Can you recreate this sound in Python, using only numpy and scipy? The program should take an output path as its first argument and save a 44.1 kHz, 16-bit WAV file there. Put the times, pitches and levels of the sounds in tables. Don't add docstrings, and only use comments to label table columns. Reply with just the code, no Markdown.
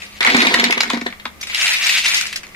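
import sys
import numpy as np
from scipy import signal
from scipy.fft import rfft, irfft, next_fast_len
from scipy.io import wavfile
from scipy.ndimage import uniform_filter1d

SR = 44100
rng = np.random.default_rng(int(sys.argv[2]) if len(sys.argv) > 2 else 0)


def gain_from_db(level_db):
    decades = np.asarray(level_db, float) / 20
    return 10 ** decades


def transcribe(u):
    v = np.clip(np.atleast_2d(u).T, -1, 1)
    q = np.round(v * 32767).astype(np.int16)
    wavfile.write(sys.argv[1], SR, q)


N = 112454

JAR_LAG_S, PLATE_LAG_S, LAG_SPREAD_S = -.00023, .00007, .00015
JAR_RISE_S, PLATE_RISE_S = .0002, .0015
MEAN_BRIGHT_DB, SMALL_BRIGHT_DB = -17.5, 1.5


def rms_one(x):
    return x / np.sqrt(np.mean(x ** 2) + 1e-20)


def in_time(curves):
    t = np.arange(N) / SR
    levels = [np.interp(t, *np.transpose(rows), left=-120, right=-120) for rows in curves]
    return np.max(levels, axis=0)


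def at_hz(points, hz):
    point_hz, point_db = np.transpose(points)
    return np.interp(np.log(hz), np.log(point_hz), point_db)


def ring(clicks, hz, t60):
    radius = gain_from_db(-60 / (t60 * SR))
    angle = 2 * np.pi * hz / SR
    return signal.lfilter([0, np.sin(angle)], [1, -2 * radius * np.cos(angle), radius ** 2], clicks + 1e-18)


def place(s, gain, pan_db, lag_s):
    out = np.zeros((2, N))
    for ch, sign in enumerate((1, -1)):
        at = ((s + sign * lag_s / 2) * SR).astype(int)
        np.add.at(out[ch], np.clip(at, 0, N - 1), gain * gain_from_db(sign * pan_db / 2))
    return out


def flurries(s, db, rise_s, burst_s, count=48):
    burst_s = np.clip(burst_s, .002, .04)[:, None]
    late = 2.7 * burst_s * rng.random((len(s), count)) ** 1.8
    gain = gain_from_db(db)[:, None] * np.exp(-late / burst_s) * (1 - np.exp(-late / rise_s))
    owner = np.repeat(np.arange(len(s)), count)
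    return (s[:, None] + late).ravel(), gain.ravel(), owner


def crowd(level_db, per_s, spread_db):
    born = rng.random(N) < per_s / SR
    sizes = gain_from_db(spread_db * np.minimum(rng.exponential(1, N), 4)) * rng.choice([-1, 1], N)
    at = np.flatnonzero(born)
    return at / SR, rms_one(sizes * born)[at] * gain_from_db(level_db[at])


def crowd_groups(s):
    return 40 + (s * 50).astype(int)


def body(s, gain, bright_db, low_db, group, pan_db, lag_s, colour, cycles, count=64):
    pitches = np.geomspace(520, 15500, count) * rng.uniform(.985, 1.015, count)
    lags = lag_s + LAG_SPREAD_S * rng.standard_normal(200)[group]
    patch_db = 1.4 * rms_one(uniform_filter1d(rng.standard_normal((200, count)), size=4, axis=1))
    t60 = cycles / pitches + .009
    weights = gain_from_db(at_hz(colour, pitches)) * np.sqrt(pitches / t60)
    weights = weights / np.sqrt(np.sum(weights ** 2 * t60) * SR / 27.6)
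    out = 0
    for k, hz in enumerate(pitches):
        treble_db = bright_db * np.clip(np.log2(hz / 2500), 0, 1)
        bass_db = low_db * np.clip(2 * np.log2(1800 / hz), 0, 1)
        strike = gain * gain_from_db(treble_db + bass_db + patch_db[group, k]) * rng.standard_normal(len(s))
        out = out + ring(place(s, weights[k] * strike, pan_db, lags), hz, t60[k])
    return out


def snaps(rows, pan_db, lag_s, count=300):
    s, db, bright_db = np.transpose(rows)[:, :, None]
    late = np.arange(count) / SR
    envelope = np.exp(-late / .0019) * (1 - np.exp(-late / (2 * JAR_RISE_S)))
    crack = rng.standard_normal((len(s), count)) * envelope
    lags = lag_s + LAG_SPREAD_S * rng.standard_normal(s.shape)
    out = 0
    for band_hz, band_db in (([1350, 3200], db + 4.5), ([3200, 7200], db + bright_db + 7)):
        band = signal.butter(2, band_hz, "band", fs=SR, output="sos")
        out = out + signal.sosfilt(band, place(s + late, crack * gain_from_db(band_db), pan_db, lags))
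    return out


def low_cut(x, hz):
    return signal.sosfilt(signal.butter(6, hz, "high", fs=SR, output="sos"), x)


def uncovered(s, before_db, after_db):
    hand_off_s, hand_move_s = 0.92, .04
    return before_db + (after_db - before_db) * (.5 + .5 * np.tanh((s - hand_off_s) / hand_move_s))


def tumbling():
    # time in seconds, level in dB.
    pour = [
        [(.205, -22.5), (.28, -16), (.35, -14), (.52, -15.5), (.63, -20), (.69, -21)],
        [(.69, -24.5), (.79, -28.5), (.88, -26.5), (.95, -24), (1.0, -40), (1.1, -39), (1.2, -60)],
    ]
    return crowd(in_time(pour) - 3.5, per_s=1500, spread_db=3.0)


def jar_wall(tumble_s, tumble_gain):
    # start in seconds, peak in dB, brightness in dB, body in dB.
    landings = [(0.2063, -2.5, -19, -25), (0.2279, -6.5, -16, -18), (0.2483, -2, -29, -12),
                (0.2638, -2.5, -22.5, -22), (0.272, -0.5, -19, -15.5), (0.2992, -7, -13, -27),
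                (0.347, -3, -18, -16), (0.3654, -7, -11, -18), (0.4038, 0, -19, -25),
                (0.4179, -3, -16, -25), (0.4484, -8.5, -24, -10), (0.4684, 0, -18.5, -32),
                (0.5401, 1, -14.5, -22), (0.5969, -3.5, -12.5, -20.5), (0.64, -2, -9, -24),
                (0.6564, -14, -25, -13), (0.7067, -6.5, -12, -31), (0.724, -3.5, -16, -24),
                (0.7766, -8.5, -19, -19.5), (0.8049, -3.5, -10.5, -21), (0.8316, -8, -14, -27),
                (0.8999, -9.5, -9, -10), (0.9325, -21.5, -6, -14), (0.9724, -25, -8.5, -10),
                (1.0122, -18, -15.5, -19), (1.0643, -13, -16, -17), (1.1253, -22, -28, -18.5),
                (1.198, -23.5, -23, -27), (1.254, -15, -14, -11)]
    # frequency in Hz, level in dB per Hz.
    wall_colour = [(500, -16), (561, -21.5), (941, -10), (1670, -9.5), (2230, -4.5), (3060, -12),
                   (4000, -9), (5350, -18.5), (15500, -47.5)]
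    s, db, bright_db, low_db = np.transpose(landings)
    land_s, land_gain, owner = flurries(s, db + 5, JAR_RISE_S, np.full(len(s), .0055))
    small = np.zeros(len(tumble_s))
    all_s = np.r_[land_s, tumble_s]
    return body(all_s, np.r_[land_gain, tumble_gain],
                bright_db=np.r_[bright_db[owner] - MEAN_BRIGHT_DB, small + SMALL_BRIGHT_DB],
                low_db=np.r_[low_db[owner] + 19.5, small],
                group=np.r_[owner, crowd_groups(tumble_s)],
                pan_db=uncovered(all_s, -1.3, 2), lag_s=JAR_LAG_S, colour=wall_colour, cycles=39)


def jar_boom(tumble_s, tumble_gain):
    # start in seconds, peak in dB, upper modes in dB.
    thumps = [(0.207, -34, 11.5), (0.28, -19, -1), (0.346, -3.5, -9), (0.375, -9.5, -9.5),
              (0.434, -11, -16), (0.469, -13.5, -10), (0.51, -18.5, -1), (0.544, -16.5, 1),
              (0.59, -14.5, -5.5), (0.632, -16, 0.5), (0.699, -28.5, 14), (0.773, -26.5, 6),
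              (0.87, -29, -17), (0.935, -8.5, -9.5), (0.969, -13, -14), (1.017, -15.5, -9.5),
              (1.063, -20, 2), (1.257, -28.5, -26)]
    # frequency in Hz, level in dB, t60 in seconds.
    low_modes = [(192, -14, 0.43), (239, -3, 0.11), (282, -15, 0.084), (391, -6, 0.033), (507, -16, 0.071),
                 (708, -12.5, 0.051), (948, -10, 0.042), (1140, -35, 0.038), (1260, -34, 0.097),
                 (1496, -20, 0.067), (1798, -9.5, 0.05)]
    thump_s, thump_db, upper_db = np.transpose(thumps)
    all_s = np.r_[thump_s, tumble_s]
    pan_db = uncovered(all_s, -3, 0)
    filling = np.clip(10 * (tumble_s - 0.23), .1, 1)
    out = 0
    for hz, db, t60 in low_modes:
        mode_db = (upper_db + 5.5 + 1.85 * rng.standard_normal(len(thump_s))) * (hz > 330)
        thump = gain_from_db(thump_db + 2.5 + mode_db)
        stir = tumble_gain * gain_from_db(-23) * filling * rng.standard_normal(len(tumble_s))
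        out = out + gain_from_db(db) * ring(place(all_s, np.r_[thump, stir], pan_db, JAR_LAG_S), hz, t60)
    return out


def jar_cracks():
    # start in seconds, peak in dB, brightness in dB.
    wall_snaps = [(0.2072, -7.5, -17), (0.2174, -12, -28), (0.2284, -9, -14), (0.2479, 0, -11),
                  (0.2641, -6.5, -20), (0.3028, -2, -22), (0.3459, -3, -24), (0.3671, -2.5, -8),
                  (0.392, -7, -15), (0.4033, -5, -25), (0.4187, -4, -22), (0.4243, -8, -23),
                  (0.4729, -5, -24), (0.5438, 0, -16.5), (0.5769, -16, -23), (0.5972, -4.5, -29),
                  (0.6052, -13, -28), (0.6413, -2.5, -14), (0.7081, -4, -13), (0.7259, -1.5, -16),
                  (0.7347, -17, -24), (0.7773, -9, -9), (0.8066, -8, -5.5), (0.8173, -13, -19),
                  (0.8331, -4, -13.5), (0.8374, -11, -20), (0.9012, -6, -18), (0.9534, -25, -12),
                  (0.9736, -17, -16), (1.0163, -19, -14), (1.0367, -34, -16), (1.0586, -24, -10),
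                  (1.0664, -16, -17.5), (1.1259, -27, -18), (1.1342, -39, -19), (1.1995, -31, -21),
                  (1.2558, -25, -26), (1.2604, -37, -32)]
    return snaps(wall_snaps, 0.71, JAR_LAG_S)


def plate():
    # time in seconds, level in dB.
    strokes = [
        [(0, -38.5), (.03, -35), (.11, -44.5), (.19, -36)],
        [(1.4, -42), (1.45, -43), (1.53, -25.5), (1.62, -15), (1.72, -15.5), (1.79, -21)],
        [(1.79, -22.5), (1.84, -15.5), (1.88, -16), (1.96, -15), (2.0, -20), (2.04, -23.5)],
        [(2.04, -16), (2.1, -17.5), (2.16, -15.5), (2.2, -21.5), (2.31, -33.5), (2.4, -45), (2.55, -51)],
    ]
    # start in seconds, peak in dB, brightness in dB, length in seconds.
    knocks = [(0.0185, -16.5, -23, 0.0085), (1.41, -22, -3.5, 0.0095), (1.427, -15.5, -11.5, 0.014),
              (1.468, -17, -14, 0.016), (1.497, -9, -25, 0.011), (1.5446, -4.5, -17.5, 0.013),
              (1.61, -9, -15, 0.013), (1.626, -11, -15, 0.013), (1.677, -16, -7, 0.015),
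              (1.73, -15, -6, 0.013), (1.8646, -6.5, -8.5, 0.016), (1.891, -2.5, -13.5, 0.013),
              (1.922, -6, -12, 0.014), (1.9747, -3, -14.5, 0.016), (2.057, -4, -19, 0.011),
              (2.083, -21, 1, 0.011), (2.142, -8.5, -7, 0.014), (2.1683, -21, 4.5, 0.016),
              (2.209, -14.5, -8, 0.01), (2.262, -13.5, -12, 0.011), (2.326, -11.5, -16, 0.011),
              (2.358, -13.5, -10, 0.013), (2.4307, -18.5, -21, 0.016), (2.494, -37, -24, 0.014),
              (2.5444, -20, -32, 0.016)]
    # frequency in Hz, level in dB per Hz.
    steel_colour = [(500, -62), (1370, -14), (1530, -11.5), (2610, 0), (3150, -6.5), (3900, -5),
                    (10700, -22.5), (15500, -35.5)]
    s, db, bright_db, length_s = np.transpose(knocks)
    knock_s, knock_gain, owner = flurries(s, db + 3.5, PLATE_RISE_S, length_s)
    rake_s, rake_gain = crowd(in_time(strokes) - 3.0, per_s=4000, spread_db=1.77)
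    small_bright_db = np.full(len(rake_s), SMALL_BRIGHT_DB)
    return body(np.r_[knock_s, rake_s], np.r_[knock_gain, rake_gain],
                bright_db=np.r_[bright_db[owner] - MEAN_BRIGHT_DB, small_bright_db], low_db=0,
                group=np.r_[owner, crowd_groups(rake_s)],
                pan_db=0.96, lag_s=PLATE_LAG_S, colour=steel_colour, cycles=28)


def plate_cracks():
    # start in seconds, peak in dB, brightness in dB.
    steel_snaps = [(1.4142, -17, -21), (1.4331, -23, -12), (1.4727, -24, -16), (1.5042, -24, -15),
                   (1.5111, -19, -23), (1.5229, -22, -19), (1.5453, -18, -11), (1.5544, -17, -13),
                   (1.5815, -11, -20), (1.6205, -5, -6), (1.6678, -7, -8), (1.7352, -14, 1),
                   (1.7405, -14, -4), (1.8117, -11, -22), (1.8587, -8, -12), (1.9319, -12, -3),
                   (1.9848, -5, -5.5), (2.061, -3, -4.5), (2.0962, -13.5, 1), (2.169, -9, -2),
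                   (2.2115, -11, 3.5), (2.2159, -16, 0), (2.2377, -16, -9), (2.2551, -11, -18),
                   (2.2686, -14, -3), (2.274, -20, -4), (2.3112, -27, -19), (2.3265, -19, -10.5),
                   (2.3636, -15, -1), (2.3716, -19, -3), (2.4328, -18, -15), (2.4372, -27, -6),
                   (2.4671, -28, -2), (2.4893, -31, -8.5), (2.4937, -35, -11), (2.5464, -36, -15)]
    return snaps(steel_snaps, 1.4, PLATE_LAG_S)


def kitchen(x):
    t60_s, wall_cut_hz = 0.13, 14700
    size = next_fast_len(N + SR)
    w = 2 * np.pi * np.fft.rfftfreq(size)
    dull = 1 / (1 + 1j * w * SR / (2 * np.pi * wall_cut_hz))
    out = np.zeros((2, len(w)), complex)
    for k, lag in enumerate(rng.uniform(.006, .03, size=16) * SR):
        loop = gain_from_db(-60 * lag / SR / t60_s) * dull * np.exp(-1j * w * lag)
        out[k % 2] += loop / (1 - loop) * (-1) ** (k // 2)
    return irfft(out * rfft(x[0], size), size)[:, :N]


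def room_tone():
    # frequency in Hz, level in dB.
    floor = [(15, -1), (25, -3.5), (666, -7), (1020, -10.5), (1170, -3.5), (1450, -12.5), (2120, -11),
             (3090, -15), (15500, -25)]
    # frequency in Hz, width in Hz, level in dB.
    hum = [(75, 7.4, -58.5), (205, 1.05, -55), (2020, 230, -74.5)]
    hz = np.maximum(np.fft.rfftfreq(N, 1 / SR), 1)
    mid, side = rfft(rng.standard_normal((2, N)))
    alike = np.clip(.7 - 0.27 * np.log2(np.maximum(hz / 250, 1)), 0, .99)
    white = np.sqrt(1 + alike) * mid + np.sqrt(1 - alike) * side * np.array([[1], [-1]])
    out = gain_from_db(-44.5) * rms_one(irfft(white * gain_from_db(at_hz(floor, hz)), N))
    for centre_hz, width_hz, db in hum:
        resonance = 1 / (1 + (2 * (hz - centre_hz) / width_hz) ** 2)
        out = out + gain_from_db(db) * rms_one(irfft(white * resonance, N))
    return out


def scene():
    tumble_s, tumble_gain = tumbling()
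    jar = jar_wall(tumble_s, tumble_gain) + jar_boom(tumble_s, tumble_gain)
    near = low_cut(jar, 242) + low_cut(plate(), 640)
    near = near + jar_cracks() + plate_cracks()
    return near + gain_from_db(-10.5) * kitchen(low_cut(near, 645)) + room_tone()


def low_pass(x):
    return signal.sosfilt(signal.butter(12, 16510, fs=SR, output="sos"), x)


def record(dry):
    # frequency in Hz, level difference in dB.
    mic_tilt = [(60, -1.5), (150, -1), (380, 0.5), (950, 1), (2380, 1.5), (5980, 1.5), (15000, -10)]
    port_hz, port_width_hz, port_db = 2070, 427, 5.5
    hz = np.maximum(np.fft.rfftfreq(N, 1 / SR), 1)
    port = 1 + (gain_from_db(port_db) - 1) / (1 + 1j * (hz ** 2 - port_hz ** 2) / (hz * port_width_hz))
    tilt = gain_from_db(at_hz(mic_tilt, hz) * np.array([[.5], [-.5]]))
    x = irfft(rfft(dry) * port * tilt, N)
    rounded = .85 * np.tanh(x / .85)
    mix = signal.sosfilt(signal.cheby2(12, 70, 16600, fs=SR, output="sos"), rounded)
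    return low_pass(mix)


dry = scene()
out = record(dry)
transcribe(out)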